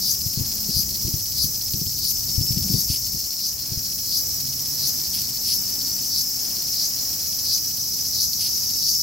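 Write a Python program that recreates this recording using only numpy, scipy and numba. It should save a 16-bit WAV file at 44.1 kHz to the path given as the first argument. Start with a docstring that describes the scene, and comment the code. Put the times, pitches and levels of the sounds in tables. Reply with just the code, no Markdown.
"""Cicada on a tree trunk

A cicada sizzles close above a hand-held camera: click trains from two tymbals excite resonances, and the abdomen throbs.
About every 0.7 s a resonance surges upward in pitch; loose ticks fill the gaps, over a low stuttering rasp.
Short decaying noise echoes scatter the insect's sound as bark and leaves do. Fingers bump the camera body,
a damped flexing with a dull rub, over coloured noise for the outdoor rumble and wash, and faint low drones."""
import sys
import numpy as np
from scipy import signal
from scipy.fft import rfft, irfft
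from scipy.io import wavfile
from scipy.ndimage import uniform_filter1d
from numba import njit

SR = 44100
rng = np.random.default_rng(int(sys.argv[2]) if len(sys.argv) > 2 else 0)


def digitize_waveform(pressure):
    """Quantize a signal to 16-bit integers and store it at the path in sys.argv[1].

    Rows of a 2-D input are taken as channels; values are limited to [-1, 1].
    """
    field = np.atleast_2d(pressure).T
    bounded = np.clip(field, -1, 1)
    quanta = np.round(bounded * 32767).astype(np.int16)
    wavfile.write(sys.argv[1], SR, quanta)


N = 397782
TIME = np.arange(N) / SR


def undb(db):
    """Logarithmic level: decibels to amplitude gain."""
    return 10 ** (np.asarray(db) / 20)


def unit(x):
    """Normalisation: scale to rms 1."""
    return x / np.sqrt(np.mean(x ** 2))


def curves(table):
    """Linear interpolation: each column of a table, joined by lines over time."""
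    s, *columns = np.transpose(table)
    return [np.interp(TIME, s, column) for column in columns]


def walk(rate_hz):
    """Band-limited fluctuation: smoothed random steps, rate_hz a second, with rms 1."""
    hold = max(int(SR / rate_hz), 1)
    steps = np.repeat(rng.standard_normal(N // hold + 1), hold)
    return unit(uniform_filter1d(steps, hold)[:N])


def hump(s, length):
    """Amplitude envelope: a rounded rise and fall from 0 to 1, centred on s, down to 1/e at length / 2."""
    return np.exp(-(2 * (TIME - s) / length) ** 4)


def pan(x, db):
    """Interaural level difference: the left channel stands db above the right."""
    return x * undb(np.array([[.5], [-.5]]) * db)


@njit
def svf(x, hz, width):
    """Simple resonator: a state-variable band-pass whose centre may move, with gain 1 there."""
    y, band, low = np.empty(len(x)), 0., 0.
    for i in range(len(x)):
        w = 2 * np.pi * hz[i] / SR
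        g = np.tan(w / 2)
        damping = width / hz[i] * w / np.sin(w)
        v = (band + g * (x[i] - low)) / (1 + g * (g + damping))
        band = 2 * v - band
        low = low + 2 * g * v
        y[i] = damping * v
    return y


def ring(x, hz, width):
    """Cascaded resonance: two equal resonators in series steepen the skirts."""
    hz = np.clip(hz + np.zeros(len(x)), 20, .45 * SR)
    return svf(svf(x, hz, float(width)), hz, float(width))


def colour(x, points):
    """Spectral shaping: filter by (Hz, dB) points, falling away beyond the outermost; rms 1."""
    hz, db = np.transpose(sorted(points))
    log_hz = np.log(np.fft.rfftfreq(N, 1 / SR) + 1)
    outside = np.abs(log_hz - np.clip(log_hz, np.log(hz[0]), np.log(hz[-1])))
    gain = undb(np.interp(log_hz, np.log(hz), db) - 45 * outside)  # about 31 dB an octave outside
    return unit(irfft(rfft(x) * gain, N))


def noise(points, side_db):
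    """Diffuse field: coloured noise as a mid part and a side part of opposite sign left and right."""
    mid, side = colour(rng.standard_normal((2, N)), points)
    return mid + undb(side_db) * side * np.array([[1], [-1]])


def tymbal(rate_hz, jitter, scatter_db, crackle, crackle_s):
    """Impulsive excitation by buckling: uneven clicks, each followed by the crackle of smaller ribs."""
    rate = rate_hz * (1 + jitter * walk(rate_hz) + .008 * walk(3))
    turns = np.cumsum(rate) / SR + rng.random()
    cycle = turns.astype(int)
    size = undb(scatter_db * rng.standard_normal(N)[cycle])  # one random size a click
    click = np.diff(cycle, prepend=cycle[0]) * 1.
    since_click_s = (turns % 1) / rate_hz
    tail = np.exp(-since_click_s / crackle_s) * rng.standard_normal(N)
    return unit(size * (unit(click) + crackle * unit(tail)))


def foliage(x, wet_db, t60, count=3):
    """Multiple scattering: direct sound plus short echoes off bark and leaves, shifting as leaves and hand sway."""
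    t = np.arange(SR // 6) / SR
    wet = 0
    for k in range(count):
        echoes = rng.standard_normal((2, len(t))) * np.exp(-np.log(1000) * t / t60)
        echoes /= np.sqrt(np.sum(echoes ** 2, axis=1, keepdims=True))
        # the squared weights of the echo patterns always sum to 1
        sway = np.cos(2 * TIME + np.pi * k / count) * np.sqrt(2 / count)
        wet = wet + sway * signal.fftconvolve(x[None], echoes, axes=1)[:, :N]
    return (x + undb(wet_db) * wet) / np.sqrt(1 + undb(2 * wet_db))


# Resonant spectrum of the abdomen's air sac. Each row: frequency in Hz, relative level in dB.
AIR_SAC_SPECTRUM = [(3500, -32), (4050, -17), (4600, -11), (5000, 0), (5300, 1), (5800, -2), (6150, -5.5),
                    (6900, -16), (8000, -25), (9200, -23), (11100, -14.5), (13000, -10)]
# Resonant spectrum of the tymbal ribs. Each row: frequency in Hz, relative level in dB.
RIB_SPECTRUM = [(6000, -2), (7500, -3.5), (8300, -4.5), (9200, -20), (10000, -17), (11100, -5),
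                (12100, -9.5), (13000, -2), (13950, 1.5), (14800, -6), (15700, -2)]


def sweep(clicks, turns, low_hz=5700, high_hz=7650, width_hz=1150, start=.4, top=.65, low_db=-8, octave_db=-4.5):
    """Moving resonance: once a throb, a band and its octave swell, glide up, sink back partly and fade."""
    share = (turns - start) % 1  # start and top are shares of a throb
    hz = low_hz + (high_hz - low_hz) * np.sin(np.pi / 2 * share / top)
    swell = np.sin(np.pi * share)
    low = colour(ring(clicks, hz, width_hz) * swell, AIR_SAC_SPECTRUM)
    octave = colour(ring(clicks, 2 * hz, 2 * width_hz) * swell ** 2, RIB_SPECTRUM)
    return undb(low_db) * low, undb(octave_db) * octave


# Pumping of the abdomen. Each row: time in seconds, throbs a second.
THROB_RATE = [(0, 14.285), (2, 14.85), (3, 14.73), (4.3, 14.92), (9, 14.96)]
# Strength of the steady sizzle. Each row: time in seconds, relative level of the air sac in dB,
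# relative level of the rib treble in dB.
SIZZLE_LEVELS = [(0.0, -29, -31), (0.38, -30.5, -31.5), (2.86, -29, -31), (3.49, -32.5, -35),
                 (3.74, -31.5, -35.5), (4.22, -28.5, -30.5), (4.55, -29.5, -32.5), (4.97, -27.5, -32),
                 (5.27, -29.5, -32), (6.56, -28, -33.5), (7.18, -28, -33.5), (9.02, -23.5, -38)]
# Narrow ringing strands of the air sac. Each row: frequency in Hz, width of each resonator in Hz,
# relative level in dB, time when strongest in seconds, length in seconds.
AIR_SAC_STRANDS = [(5312, 55, -12.5, 4.2, 6.8), (5680, 80, -13, 2.9, 1.7), (5865, 50, -12.5, 5.8, .9)]


def sizzle(chorus_db=-5.5, chorus_treble_db=-8, chorus_side_db=-2, sac_db=-1.66, treble_db=-1, resting_db=-11,
           strand_waver_db=1.5, throb_treble_db=2.2, throb_body_db=-.7):
    """Source and resonator: two tymbals ring ribs and air sac; each throb trades top treble against body."""
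    body_db, ribs_db = curves(SIZZLE_LEVELS)
    turns = np.cumsum(curves(THROB_RATE)[0]) / SR
    throb = np.cos(2 * np.pi * turns)
    clicks = tymbal(186, jitter=.04, scatter_db=1.5, crackle=6.3, crackle_s=0.028)
    clicks = clicks + tymbal(368, jitter=.06, scatter_db=-1.0, crackle=1.1, crackle_s=0.003)
    sweep_clicks = tymbal(368, jitter=0.048, scatter_db=.5, crackle=7.1, crackle_s=0.0063)
    glide, octave = sweep(sweep_clicks, turns)
    # the strands come and go as the air sac changes shape
    strands = 0
    for hz, width, db, s, length in AIR_SAC_STRANDS:
        presence_db = resting_db * (0.5 - hump(s, length))
        strand_db = db + presence_db + strand_waver_db * walk(2.97)
        strands = strands + unit(ring(clicks, hz, width)) * undb(strand_db)
    body = foliage(colour(clicks, AIR_SAC_SPECTRUM) + strands + glide, wet_db=-1, t60=0.13)
    ribs = foliage(colour(clicks, RIB_SPECTRUM) + octave, wet_db=-4.5, t60=0.055)
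    # cicadas further off add a smooth wash of the same colour from all around
    body = body + undb(chorus_db) * noise(AIR_SAC_SPECTRUM, chorus_side_db)
    ribs = ribs + undb(chorus_treble_db) * noise(RIB_SPECTRUM, chorus_side_db)
    # the top of the treble opens and closes with the abdomen
    top = signal.sosfiltfilt(signal.butter(4, 12800, "high", fs=SR, output="sos"), ribs)
    ribs = ribs - top + top * undb(throb_treble_db * throb)
    body = body * undb(throb_body_db * throb)
    body = body * undb(body_db + sac_db + .5 * walk(20))
    return pan(body, 0.16) + pan(ribs * undb(ribs_db + treble_db), 4.4)


# Rumble of the grip and the surroundings. Each row: time in seconds, relative level in dB.
RUMBLE_LEVEL = [(0.0, -43), (0.4, -44.5), (2.31, -41.5), (2.59, -35), (2.76, -31), (2.91, -44),
                (3.37, -50.5), (3.62, -43.5), (3.87, -43), (5.98, -43), (6.16, -45.5), (9.02, -44.5)]
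# Spectrum of the rumble. Each row: frequency in Hz, relative level in dB.
RUMBLE_SPECTRUM = [(15, -45), (25, -13), (51, -4), (75, 2.5), (135, 0.5), (167, -4.5), (196, 1),
                   (221, -7.5), (285, -11), (600, -33.5), (780, -31), (1320, -120)]
# Distant outdoor wash. Each row: time in seconds, relative level in dB.
WASH_LEVEL = [(0.2, -59), (1.61, -60), (2.81, -57), (3.6, -61), (4.27, -56), (8.58, -58), (8.8, -59)]
# Spectrum of the wash. Each row: frequency in Hz, relative level in dB.
WASH_SPECTRUM = [(250, 10.5), (450, 0.5), (750, 0), (1300, -5.5), (2200, -4), (3200, -4), (8000, -10),
                 (16000, -15.5)]
# Faint drones that come and go. Each row: middle in seconds, level in dB, pitch in Hz, length in seconds.
LOW_DRONES = [(0.745, -47, 203, 0.91), (4.57, -44, 138.4, 0.84)]
# The hand comes to rest: start and end of the settling, in seconds.
GRIP_SETTLING = (3.2, 3.3)


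def outdoors(rumble_db=0.46, wash_db=10, wash_side_db=-8.2, shifting_db=2.2, resting_db=0.05,
             grip_db=-45, grip_hz=62, grip_width_hz=90):
    """Broadband ambience: low rumble, partly carried through the grip, faint drones and a distant wash."""
    # while the grip shifts, the rumble is deeper and more uneven and leans further left
    shifting = np.interp(TIME, GRIP_SETTLING, [1, 0])
    uneven_db = resting_db + shifting * (shifting_db - resting_db)
    rumble_level_db = curves(RUMBLE_LEVEL)[0] + rumble_db + uneven_db * walk(12)
    rumble = noise(RUMBLE_SPECTRUM, side_db=-30) * undb(rumble_level_db)
    grip = unit(ring(rng.standard_normal(N), grip_hz, grip_width_hz))
    grip = shifting * grip * undb(grip_db + shifting_db * walk(7.43))
    wash_level_db = curves(WASH_LEVEL)[0] + wash_db + 1.22 * walk(5)
    wash = noise(WASH_SPECTRUM, wash_side_db) * undb(wash_level_db)
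    drones = 0
    for s, db, hz, length in LOW_DRONES:
        drone = unit(ring(rng.standard_normal(N), hz, 5.8))
        drones = drones + undb(db) * hump(s, length) * drone
    return pan(rumble + grip, 0.96 + 3.2 * shifting) + pan(wash + drones, 0.51)


# Rising surges of the song. Each row: time of the top in seconds, level in dB,
# relative level of the overtone in dB.
RISING_SURGES = [(.113, -21.5, -7.5), (.8, -22.5, -6.5), (1.446, -23, -6.5), (2.101, -23.5, -6.5),
                 (2.803, -23.5, -7.5), (3.479, -25, -11.5), (4.184, -22.5, -9), (4.884, -22, -8.5),
                 (5.548, -24, -7), (6.204, -22, -10), (6.849, -21.5, -12), (7.555, -22, -10.5),
                 (8.238, -21.5, -10), (8.91, -22, -10.5)]


def surges(low_hz=4550, high_hz=6250, over_low_hz=9900, over_high_hz=12200, lead_s=0.084, climb_s=0.024,
           fall_s=0.011, edge_hz=4150):
    """Tension raises resonance: the tymbal tightens, a note swells, climbs late with its overtone, and stops."""
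    swell, overtone, tension = np.zeros((3, N))
    for s, db, over_db in RISING_SURGES:
        near = np.abs(TIME - s) < .3
        t = TIME[near] - s
        tension[near] = np.exp(-(np.minimum(t, 0) / climb_s) ** 2)
        rise = 1 / (1 + np.exp(-(t + lead_s) / 0.023))  # half-way up lead_s before the top
        stop = 1 / (1 + np.exp((t - .017) / fall_s))
        swell[near] += undb(db) * rise * stop
        overtone[near] = undb(over_db) * (0.56 + 1.68 * tension[near])
    clicks = tymbal(345, jitter=0.083, scatter_db=1.5, crackle=1.36, crackle_s=0.0023)
    low = ring(clicks, low_hz + 200 * tension, 1230)
    low = unit(signal.sosfilt(signal.butter(5, edge_hz, "high", fs=SR, output="sos"), low))
    high = unit(ring(clicks, high_hz - 1000 * (1 - tension), 890))
    over = unit(ring(clicks, over_low_hz + (over_high_hz - over_low_hz) * tension, 3100))
    song = swell * (0.77 * low + high * (0.32 + 0.33 * tension) + overtone * over)
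    # the surges lean left at first and come nearer the middle as the camera drifts
    return pan(foliage(song, wet_db=-2.5, t60=0.087), np.interp(TIME, [0, 9], [5.5, 1.5]))


# Spectrum of the low rasp. Each row: frequency in Hz, relative level in dB.
RASP_SPECTRUM = [(1900, -27), (2500, -17.5), (3300, -13.5), (3900, -14.5), (4500, 0), (5150, 5),
                 (6000, -23), (8000, -16), (9300, -13), (10700, -3.5), (12500, -14), (15500, -35)]
# Long rasps. Each row: middle in seconds, relative level in dB.
LONG_RASPS = [(2.93, -22.5), (5.172, -24), (5.5, -22), (8.44, -22)]
# Runs of short rasping pulses. Each row: first pulse in seconds, last pulse in seconds,
# pulses a second, relative level in dB.
STUTTER_RUNS = [(.089, 1.44, 16.2, -28.5), (1.557, 2.36, 16.22, -29), (2.415, 2.74, 18.4, -27.5),
                (3.07, 4.12, 15.2, -30.5), (4.408, 4.66, 16, -28.5), (5.0, 5.37, 13.5, -28.5),
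                (5.642, 6.05, 17.2, -30), (6.398, 6.97, 17.5, -28.5), (7.138, 7.78, 15.7, -28.5),
                (7.992, 8.06, 15.4, -28), (8.52, 8.95, 16.4, -29.5)]


def rasps(rasp_db=-4, rasp_s=0.095, stutter_db=-2.5, pulse_s=.016):
    """Amplitude modulation: slack, coarse clicks gated into even stuttering runs and a few long rasps."""
    effort = sum(undb(db + rasp_db) * hump(s, rasp_s) for s, db in LONG_RASPS)
    for first, last, rate, db in STUTTER_RUNS:
        # number of the pulse nearest to each moment
        nearest = np.clip(np.round((TIME - first) * rate), 0, np.round((last - first) * rate))
        effort = effort + undb(db + stutter_db) * hump(first + nearest / rate, pulse_s)
    clicks = tymbal(320, jitter=.12, scatter_db=1.5, crackle=1.1, crackle_s=.002)
    return pan(foliage(colour(clicks, RASP_SPECTRUM) * effort, wet_db=-18, t60=.04), 0.92)


# Spectrum of a slack tymbal's click. 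Each row: frequency in Hz, relative level in dB.
SLACK_SPECTRUM = [(2500, -31), (3400, -25), (3950, -15), (4400, 0), (4900, -3.5), (5600, -9), (7000, -28),
                  (8800, -23), (11000, -14), (15500, -24)]
# The loudest loose clicks. Each row: time in seconds, relative level in dB.
LOUD_TICKS = [(.218, -41), (.911, -37.5), (.959, -37), (1.614, -38), (1.736, -35), (4.409, -37),
              (5.374, -40), (5.817, -39), (6.56, -39), (6.621, -40), (7.093, -40), (7.937, -38),
              (8.334, -34), (8.703, -39)]


def ticks(tick_db=-38.0, patter_hz=50, patter_db=-44, patter_scatter_db=1.5, uneven=.65, rest_s=.085):
    """Irregular impulses through a resonator: a slack tymbal ticks between surges; some clicks stand out."""
    turns = np.cumsum(patter_hz * np.exp(uneven * walk(patter_hz))) / SR
    # the patter rests for rest_s on either side of a surge's top
    ticking = np.all([np.abs(TIME - s) > rest_s for s, *_ in RISING_SURGES], axis=0)
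    size = undb(patter_db + patter_scatter_db * walk(patter_hz))
    clicks = np.diff(np.floor(turns), prepend=0) * ticking * size
    for s, db in LOUD_TICKS:
        clicks[int(s * SR)] += undb(db)
    # colouring sets the whole train to rms 1, so the click levels are relative
    return pan(foliage(colour(clicks, SLACK_SPECTRUM) * undb(tick_db), wet_db=-5, t60=0.07), 0.27)


# Finger bumps on the camera. Each row: time in seconds (3 ms after the onset), relative level in dB,
# pitch of the flexing in Hz.
FINGER_BUMPS = [(0.263, -27.5, 100), (0.375, -23, 117), (0.409, -22.5, 117), (0.689, -28, 191),
                (.765, -23.5, 90), (.794, -32, 163), (1.051, -20, 109), (1.08, -25.5, 160),
                (1.14, -22.5, 101), (1.443, -26.5, 127), (1.742, -23, 122), (1.816, -27.5, 157),
                (1.866, -29, 92), (2.381, -17.5, 101), (2.411, -21, 110), (2.507, -24, 116),
                (2.572, -24, 154), (2.701, -23.5, 177), (2.742, -16.5, 137), (2.902, -23.5, 97),
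                (3.145, -32, 158), (3.72, -27.5, 121), (3.775, -26, 97)]


def handling(bump_db=1, push_s=0.0065, shell_db=-7, dull_hz=430):
    """Damped oscillation: each bump flexes the camera body for about a cycle and leaves a short dull rub."""
    out = np.zeros(N + SR)
    t = np.arange(SR // 5) / SR
    for s, db, hz in FINGER_BUMPS:
        flex = np.sin(2 * np.pi * hz * t) * np.exp(-t / push_s) * (1 - np.exp(-t / 0.0022))
        rub = unit(ring(rng.standard_normal(len(t)), 1.13 * hz, 1.15 * hz))
        rub = rub * np.exp(-t / 0.026) * (1 - np.exp(-t / 0.00087))
        start = max(int((s - .003) * SR), 0)
        out[start:start + len(t)] += undb(db + bump_db) * (2.83 * flex + undb(shell_db) * rub)
    return pan(signal.sosfilt(signal.butter(4, dull_hz, fs=SR, output="sos"), out[:N]), 9.3)


def scene():
    """Superposition: everything heard under the tree is summed."""
    return sizzle() + outdoors() + surges() + rasps() + ticks() + handling()


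def record(dry, top_hz=15800):
    """Band limiting: the camera cuts the top steeply, by an elliptic low-pass."""
    return signal.sosfilt(signal.ellip(12, .2, 80, top_hz, fs=SR, output="sos"), dry)


dry = scene()
out = record(dry)
digitize_waveform(out)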